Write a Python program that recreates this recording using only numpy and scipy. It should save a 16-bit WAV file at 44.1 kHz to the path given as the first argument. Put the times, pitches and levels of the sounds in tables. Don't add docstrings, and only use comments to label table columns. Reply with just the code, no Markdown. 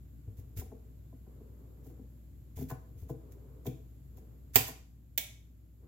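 import sys
import numpy as np
from scipy import signal
from scipy.fft import rfft, irfft, next_fast_len
from scipy.io import wavfile

SR = 44100
rng = np.random.default_rng(int(sys.argv[2]) if len(sys.argv) > 2 else 0)


def wav_record(signal):
    frames = np.transpose(np.atleast_2d(signal))
    bounded = np.clip(frames, -1, 1)
    quanta = np.round(bounded * 32767).astype(np.int16)
    wavfile.write(sys.argv[1], SR, quanta)


N = 258867
TIME = np.arange(N) / SR
AGE = TIME[:SR // 4]


# [t/s, level/dB before the layer trims]
FIRST_SNAPS = [(4.557, -1.5)]
SECOND_SNAPS = [(3.666, -24.5), (5.1768, -0.5)]


def chatter(snaps, count, gap_s, slowing, crack_db, crack_loss_db, ring_db, ring_loss_db,
            board_db, board_loss_db):
    widening = slowing ** np.arange(count)
    lags = gap_s * (np.cumsum(widening) - widening)
    contacts = []
    for s, db in snaps:
        for i in range(count):
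            contact_crack_db = db + crack_db - crack_loss_db * i
            contact_ring_db = db + ring_db - ring_loss_db * np.log2(1 + i)
            contact_board_db = db + board_db - board_loss_db * i
            contacts.append((s + lags[i], contact_crack_db, contact_ring_db, contact_board_db))
    return contacts


# [f/Hz, relative level/dB, t60/s, left minus right/dB]
FIRST_LATCH_MODES = [(2030, -29, .025, 0), (2440, -27, .025, 0), (2920, -28, .025, 0), (3400, -25, .01, 0),
                     (4700, -27, .025, -3), (5320, -27, .018, 5), (6910, -25, .018, 7),
                     (7850, -25, .018, 2), (11890, -21, .035, -16), (12120, -19, .03, -16),
                     (12900, -20, .012, -14), (13980, -15, .02, -16), (14500, -5, .011, -20),
                     (14820, -11, .014, -18), (15500, -16, .01, -10)]
SECOND_LATCH_MODES = [(2320, -29, 0.079, 3), (3400, -17.5, 0.015, -5), (3310, -17, 0.019, -14),
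                      (5300, -31, 0.02, 13), (6030, -32, 0.011, -24), (7700, -35.5, 0.021, 8),
                      (7720, -31.5, 0.0083, 14), (12140, -3, .005, 2), (12470, -3.5, 0.0074, -12.5),
                      (13600, -5.5, 0.0039, -28), (14800, -6, 0.0044, -22)]
# [f/Hz, relative level/dB]
FIRST_CRACK_COLOUR = [(200, -5), (780, -4), (1050, -2), (1280, -7.5), (1650, -2.5), (2400, 0), (4200, -1.5),
                      (5500, -1.5), (7500, -3), (9000, -5.5), (11000, -6.5), (12000, -2.5), (13000, -6.5),
                      (14500, -2), (16000, 1)]
SECOND_CRACK_COLOUR = [(300, -24), (700, 2), (1150, -21), (1750, -6), (2270, 10), (2750, -2), (3450, 7),
                       (4600, -5), (5900, 1.5), (7400, 4.5), (8600, -6), (11000, -5.5), (13000, -13.5),
                       (16000, 8.5)]


def snap(contacts, latch_modes, crack_colour, crack_t60, board_hz):
    out, burst = np.zeros((2, N)), np.zeros(N)
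    for s, crack_db, ring_db, board_db in contacts:
        add(burst, s, from_db(crack_db - 60 * TIME[:SR // 10] / crack_t60))
        rings = 0
        for hz, db, t60, balance_db in latch_modes:
            random_signs = rng.choice([-1, 1], (2, 1))
            rings = rings + from_db(db) * random_signs * panned(balance_db) * ring(hz, t60)
        add(out, s, from_db(ring_db) * rings)
        add(out, s, from_db(board_db) * panned(balance_db=1.5) * board_blow(board_hz, focus=0.88))
    return out + burst * noise(crack_colour)


def seating(s, level_db, hz):
    out = np.zeros((2, N))
    add(out, s, from_db(level_db) * panned(balance_db=2.5) * box_thud(hz, t60=0.12, swell_s=0.002))
    return out


# [t/s, knock level/dB before trim, hit brightness f/Hz, thud level/dB before trim, rocking gap/s]
SLOT_KNOCKS = [(0.618, -42.5, 676, -62, .005), (0.721, -41.5, 560, -60, 0.0044),
               (1.128, -49, 524, -52, 0.0029), (1.27, -50, 450, -57, .005), (1.409, -47, 400, -74, 0.0044),
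               (1.866, -45.5, 360, -49, 0.0064), (1.901, -47, 363, -60, 0.0055),
               (1.992, -45, 315, -76, 0.0038), (2.584, -40.5, 640, -31.5, 0.011),
               (2.615, -33, 370, -31, 0.0072), (2.710, -34.5, 1280, -30.5, .0105),
               (3.100, -32.5, 494, -30.5, 0.0059), (3.667, -30, 460, -28, .012),
               (4.179, -53, 720, -64, .005), (4.684, -37, 1220, -39.5, 0.015)]
TOUCH_DB, TOUCH_BRIGHTER = -8, 1.475
SETTLE_DB, SETTLE_DULLER = -7.5, .6
BOX_HZ = 134


def knocks(knock_db, thud_db):
    out = np.zeros((2, N))
    for s, blow_db, brightness_hz, push_db, gap in SLOT_KNOCKS:
        contacts = [(-gap, TOUCH_DB, TOUCH_BRIGHTER), (0, 0, 1), (gap, SETTLE_DB, SETTLE_DULLER)]
        for lag, db, hardness in contacts:
            add(out, s + lag, from_db(blow_db + knock_db + db) * board_blow(brightness_hz * hardness))
        add(out, s + gap, from_db(push_db + thud_db) * box_thud(BOX_HZ, t60=0.12, swell_s=0.0021))
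    return out * panned(balance_db=3.0)


# [t/s, push level/dB before the box and board trims, thud f/Hz]
HAND_SHOVES = [(0.277, -37, 101), (0.387, -39, 90.6), (0.567, -35, 83.6), (0.587, -32, 78),
               (2.568, -37.5, 90), (2.603, -39, 74), (2.957, -44.5, 89), (3.024, -37, 81),
               (3.668, -38.5, 93), (4.598, -37, 120.6)]
SHOVE_BOARD_DB, SHOVE_BRIGHTNESS_HZ = -12.5, 480


def shoves(thud_db):
    out = np.zeros((2, N))
    for s, push_db, push_hz in HAND_SHOVES:
        add(out, s, from_db(push_db + thud_db) * box_thud(push_hz, t60=0.12, swell_s=0.0025))
        add(out, s, from_db(push_db + SHOVE_BOARD_DB) * board_blow(SHOVE_BRIGHTNESS_HZ))
    return out * panned(balance_db=2.5)


# [f/Hz, relative level/dB, t60/s]
BOARD_MODES = [(207, -1, 0.13), (258.7, 5.5, 0.12), (322, 0.5, 0.14), (367, -1, 0.095), (432.2, 3.5, 0.1),
               (487.6, -1.5, .08), (646, -2, 0.085), (765.7, 0, 0.061), (862, -3.5, 0.045),
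               (1028.5, 0, 0.044), (1474, -9, 0.095), (1730, -5.5, 0.043), (2260, -17.5, 0.051)]
CLACK_DB, CLACK_T60 = -7, .05


def board_blow(brightness_hz, focus=1.5):
    strengths = from_db(rng.uniform(-2, 2, (len(BOARD_MODES), 2, 1)))
    modes = 0
    for k, (hz, db, t60) in enumerate(BOARD_MODES):
        modes = modes + (-1) ** k * strengths[k] * from_db(db) * ring(hz, t60)
    clack_band = signal.butter(2, [300, 2400], "band", fs=SR, output="sos")
    dense = signal.sosfilt(clack_band, rng.standard_normal(modes.shape))
    clack = dense / dense.std() * from_db(CLACK_DB - 60 * AGE / CLACK_T60)
    w = 2 * np.pi * brightness_hz
    out = signal.lfilter(*signal.bilinear([w * w], [1, w / focus, w * w], SR), modes + clack)
    out = signal.lfilter(*signal.butter(1, min(brightness_hz / 2, SR / 4), "high", fs=SR), out)
    return out / np.abs(out).max()


def box_thud(hz, t60, swell_s):
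    return ring(hz, t60) * (1 - np.exp(-AGE / swell_s))


def ring(hz, t60):
    return np.sin(2 * np.pi * hz * AGE) * from_db(-60 * AGE / t60)


# [t/s, length/s, level/dB before slip modulation]
GUIDE_SLIDES = [(0.38, .02, -64.5), (0.578, .024, -46.5), (1.845, 0.062, -69), (2.571, .058, -54),
                (2.698, 0.012, -51), (2.985, 0.049, -67), (3.099, .002, -59), (3.324, .003, -64),
                (3.662, .006, -53), (4.177, .005, -63), (4.554, .002, -39), (4.676, .012, -42)]
# [f/Hz, relative level/dB]
SCRAPE_COLOUR = [(710, -31.5), (1200, -12), (2250, -7.5), (3150, -13.5), (3400, -8.5), (4130, -13.5),
                 (6000, -8), (7100, -5), (8350, -14), (10600, -9.5), (11600, -3.5), (12700, -6),
                 (13700, -1), (16000, -5)]
SLIDE_RISE_S, SLIDE_FALL_S = 0.011, 0.015


def scrapes(grain_db, slips_per_s):
    stroke = strokes(GUIDE_SLIDES, SLIDE_RISE_S, SLIDE_FALL_S)
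    slips = np.interp(TIME * slips_per_s, np.arange(N), rng.standard_normal(N))
    return stroke * from_db(grain_db * slips) * noise(SCRAPE_COLOUR)


# [t/s, length/s, level/dB before trim]
GRIP_SHIFTS = [(0.3, 0.58, -68.5), (1.3, 0.67, -61.5), (2.6, 1, -66), (3.24, 0.37, -63), (4.17, 0.16, -63),
               (5.85, .05, -57)]
# [f/Hz, relative level/dB]
GRIP_RUB_COLOUR = [(150, -9.5), (255, 2.5), (330, -1.5), (435, 3.5), (560, -6), (760, -15.5), (1100, -16)]
GRIP_RISE_S, GRIP_FALL_S, GRIP_REST_DB = 0.037, 0.1, -74.5


def finger_rub(grip_db):
    pressure = from_db(GRIP_REST_DB) + strokes(GRIP_SHIFTS, GRIP_RISE_S, GRIP_FALL_S)
    return from_db(grip_db) * pressure * noise(GRIP_RUB_COLOUR)


def strokes(rows, rise_s, fall_s):
    pressure = 0
    for s, length, db in rows:
        before = (np.maximum(s - TIME, 0) / rise_s) ** 2
        after = np.maximum(TIME - s - length, 0) / fall_s
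        pressure = pressure + from_db(db) * np.exp(-np.minimum(before + after, 20))
    return pressure


# [f/Hz, t60/s]
ROOM_DECAY = [(100, 0.28), (1000, 0.45), (2500, 0.4137), (6500, 0.4554), (10000, 0.35), (15000, 0.18)]
# [f/Hz, level/dB]
ROOM_STRENGTH = [(100, -8), (500, -4), (2500, -3), (7000, -6), (10000, -3), (12000, -4), (15000, -9)]


def room(x):
    age = TIME[:int(SR / 2) + SR // 10]
    edges = np.geomspace(50, 17500, 15)
    white, response = rng.standard_normal((2, 2, len(age))), 0
    for k, (low, high) in enumerate(zip(edges, edges[1:])):
        hz = np.sqrt(low * high)
        fade = from_db(-60 * age / at_hz(ROOM_DECAY, hz))
        fade = fade * (1 - np.exp(-(age / 0.0037) ** 2))
        band = signal.sosfilt(signal.butter(2, [low, high], "band", fs=SR, output="sos"), white[k % 2])
        pair = at_ports(band[0], band[1], hz) / np.sqrt(2)
        response = response + pair * fade / np.linalg.norm(fade) * from_db(at_hz(ROOM_STRENGTH, hz))
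    return signal.fftconvolve(x, response, axes=1)[:, :N]


def tone(hz, level_db, balance_db):
    return from_db(level_db) * np.sqrt(2) * np.sin(2 * np.pi * hz * TIME) * panned(balance_db)


# [f/Hz, relative level/dB]
RUMBLE_COLOUR = [(45, -15.5), (62, -10.5), (82, -3.5), (100, -3), (125, -2), (160, -10.5), (200, -16),
                 (250, -13), (310, -17.5), (430, -31.5), (600, -33), (900, -42.5), (1500, -43.5)]
HISS_COLOUR = [(1000, -12), (2000, -4.5), (4000, -7), (6000, -10.5), (7350, -1), (8400, -12), (10000, -8.5),
               (12000, -1.5), (14000, -3), (15500, -8.5)]


def background(rumble_db, hiss_db):
    hum = tone(hz=59.4, level_db=-52.5, balance_db=1.2)
    whine = tone(hz=11980, level_db=-87.5, balance_db=-12.5)
    rumble = from_db(rumble_db) * noise(RUMBLE_COLOUR)
    hiss = from_db(hiss_db) * noise(HISS_COLOUR)
    return hum + whine + rumble + hiss


# [f/Hz, likeness/0 to 1]
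PORT_SIMILARITY = [(60, 1), (250, 0.73), (500, 0.62), (1000, 0), (2500, 0), (16000, 0)]


def at_ports(mid, side, hz):
    alike = np.clip(at_hz(PORT_SIMILARITY, hz), 0, 1)
    return np.sqrt(1 + alike) * mid + np.sqrt(1 - alike) * side * [[1], [-1]]


# [f/Hz, left minus right/dB]
PORT_DIFFERENCE = [(100, 2), (1000, -0.5), (2500, 1.5), (4500, -2), (7300, 7.5), (8600, -3), (10500, -6),
                   (12000, -9), (15000, -7.5)]


def noise(spectrum):
    size = next_fast_len(N)
    hz = np.maximum(np.fft.rfftfreq(size, 1 / SR), 1)
    mid, side = rfft(rng.standard_normal((2, size)))
    pair = at_ports(mid, side, hz) * panned(at_hz(PORT_DIFFERENCE, hz))
    skirts = np.minimum(1, np.minimum(hz / spectrum[0][0], spectrum[-1][0] / hz)) ** 3
    out = irfft(pair * skirts * from_db(at_hz(spectrum, hz)), size)[:, :N]
    return out / np.sqrt(np.mean(out ** 2))


def from_db(db):
    return 10 ** (np.asarray(db) / 20)


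def at_hz(points, hz):
    known_hz, values = np.transpose(points)
    return np.interp(np.log(np.maximum(hz, 1)), np.log(known_hz), values)


def panned(balance_db):
    return from_db(np.array([[1], [-1]]) * balance_db / 2)


def add(out, s, sound):
    start = int(s * SR)
    out[..., start:start + sound.shape[-1]] += sound[..., :N - start]


def gain_control(x, threshold_db, slope, lag_s):
    level_db = 20 * np.log10(np.abs(x).max(axis=0) + 1e-9)
    over = np.maximum(level_db - threshold_db, 0) * slope
    cut = np.maximum.accumulate(over)
    lag = np.exp(-1 / (lag_s * SR))
    return x * from_db(-signal.lfilter([1 - lag], [1, -lag], cut))


def scene():
    first_contacts = chatter(FIRST_SNAPS, count=8, gap_s=.0011, slowing=1.38,
                             crack_db=-15.0, crack_loss_db=2.0, ring_db=-4.0, ring_loss_db=6.5,
                             board_db=-24.5, board_loss_db=2.14)
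    second_contacts = chatter(SECOND_SNAPS, count=4, gap_s=0.0014, slowing=1.1,
                              crack_db=-24.5, crack_loss_db=-0.16, ring_db=-16.5, ring_loss_db=4.0,
                              board_db=-41.5, board_loss_db=0.9)
    first = snap(first_contacts, FIRST_LATCH_MODES, FIRST_CRACK_COLOUR, crack_t60=0.022, board_hz=960)
    second = snap(second_contacts, SECOND_LATCH_MODES, SECOND_CRACK_COLOUR, crack_t60=0.026, board_hz=624)
    latching = first + second + seating(s=4.556, level_db=-23.5, hz=106)
    blows = latching + knocks(knock_db=0.5, thud_db=1.0) + shoves(thud_db=5.5)
    sliding = scrapes(grain_db=2.5, slips_per_s=510)
    reflections = room(blows + from_db(-3) * sliding)
    floor = finger_rub(grip_db=-4.5) + background(rumble_db=-55, hiss_db=-74.5)
    return blows + sliding + reflections + floor


def record(dry):
    turned_down = gain_control(dry, threshold_db=-17.5, slope=0.15, lag_s=.15)
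    rounded = np.tanh(turned_down)
    top_cut = signal.ellip(10, .2, 80, 15900, fs=SR, output="sos")
    return signal.sosfilt(top_cut, rounded)


dry = scene()
out = record(dry)
wav_record(out)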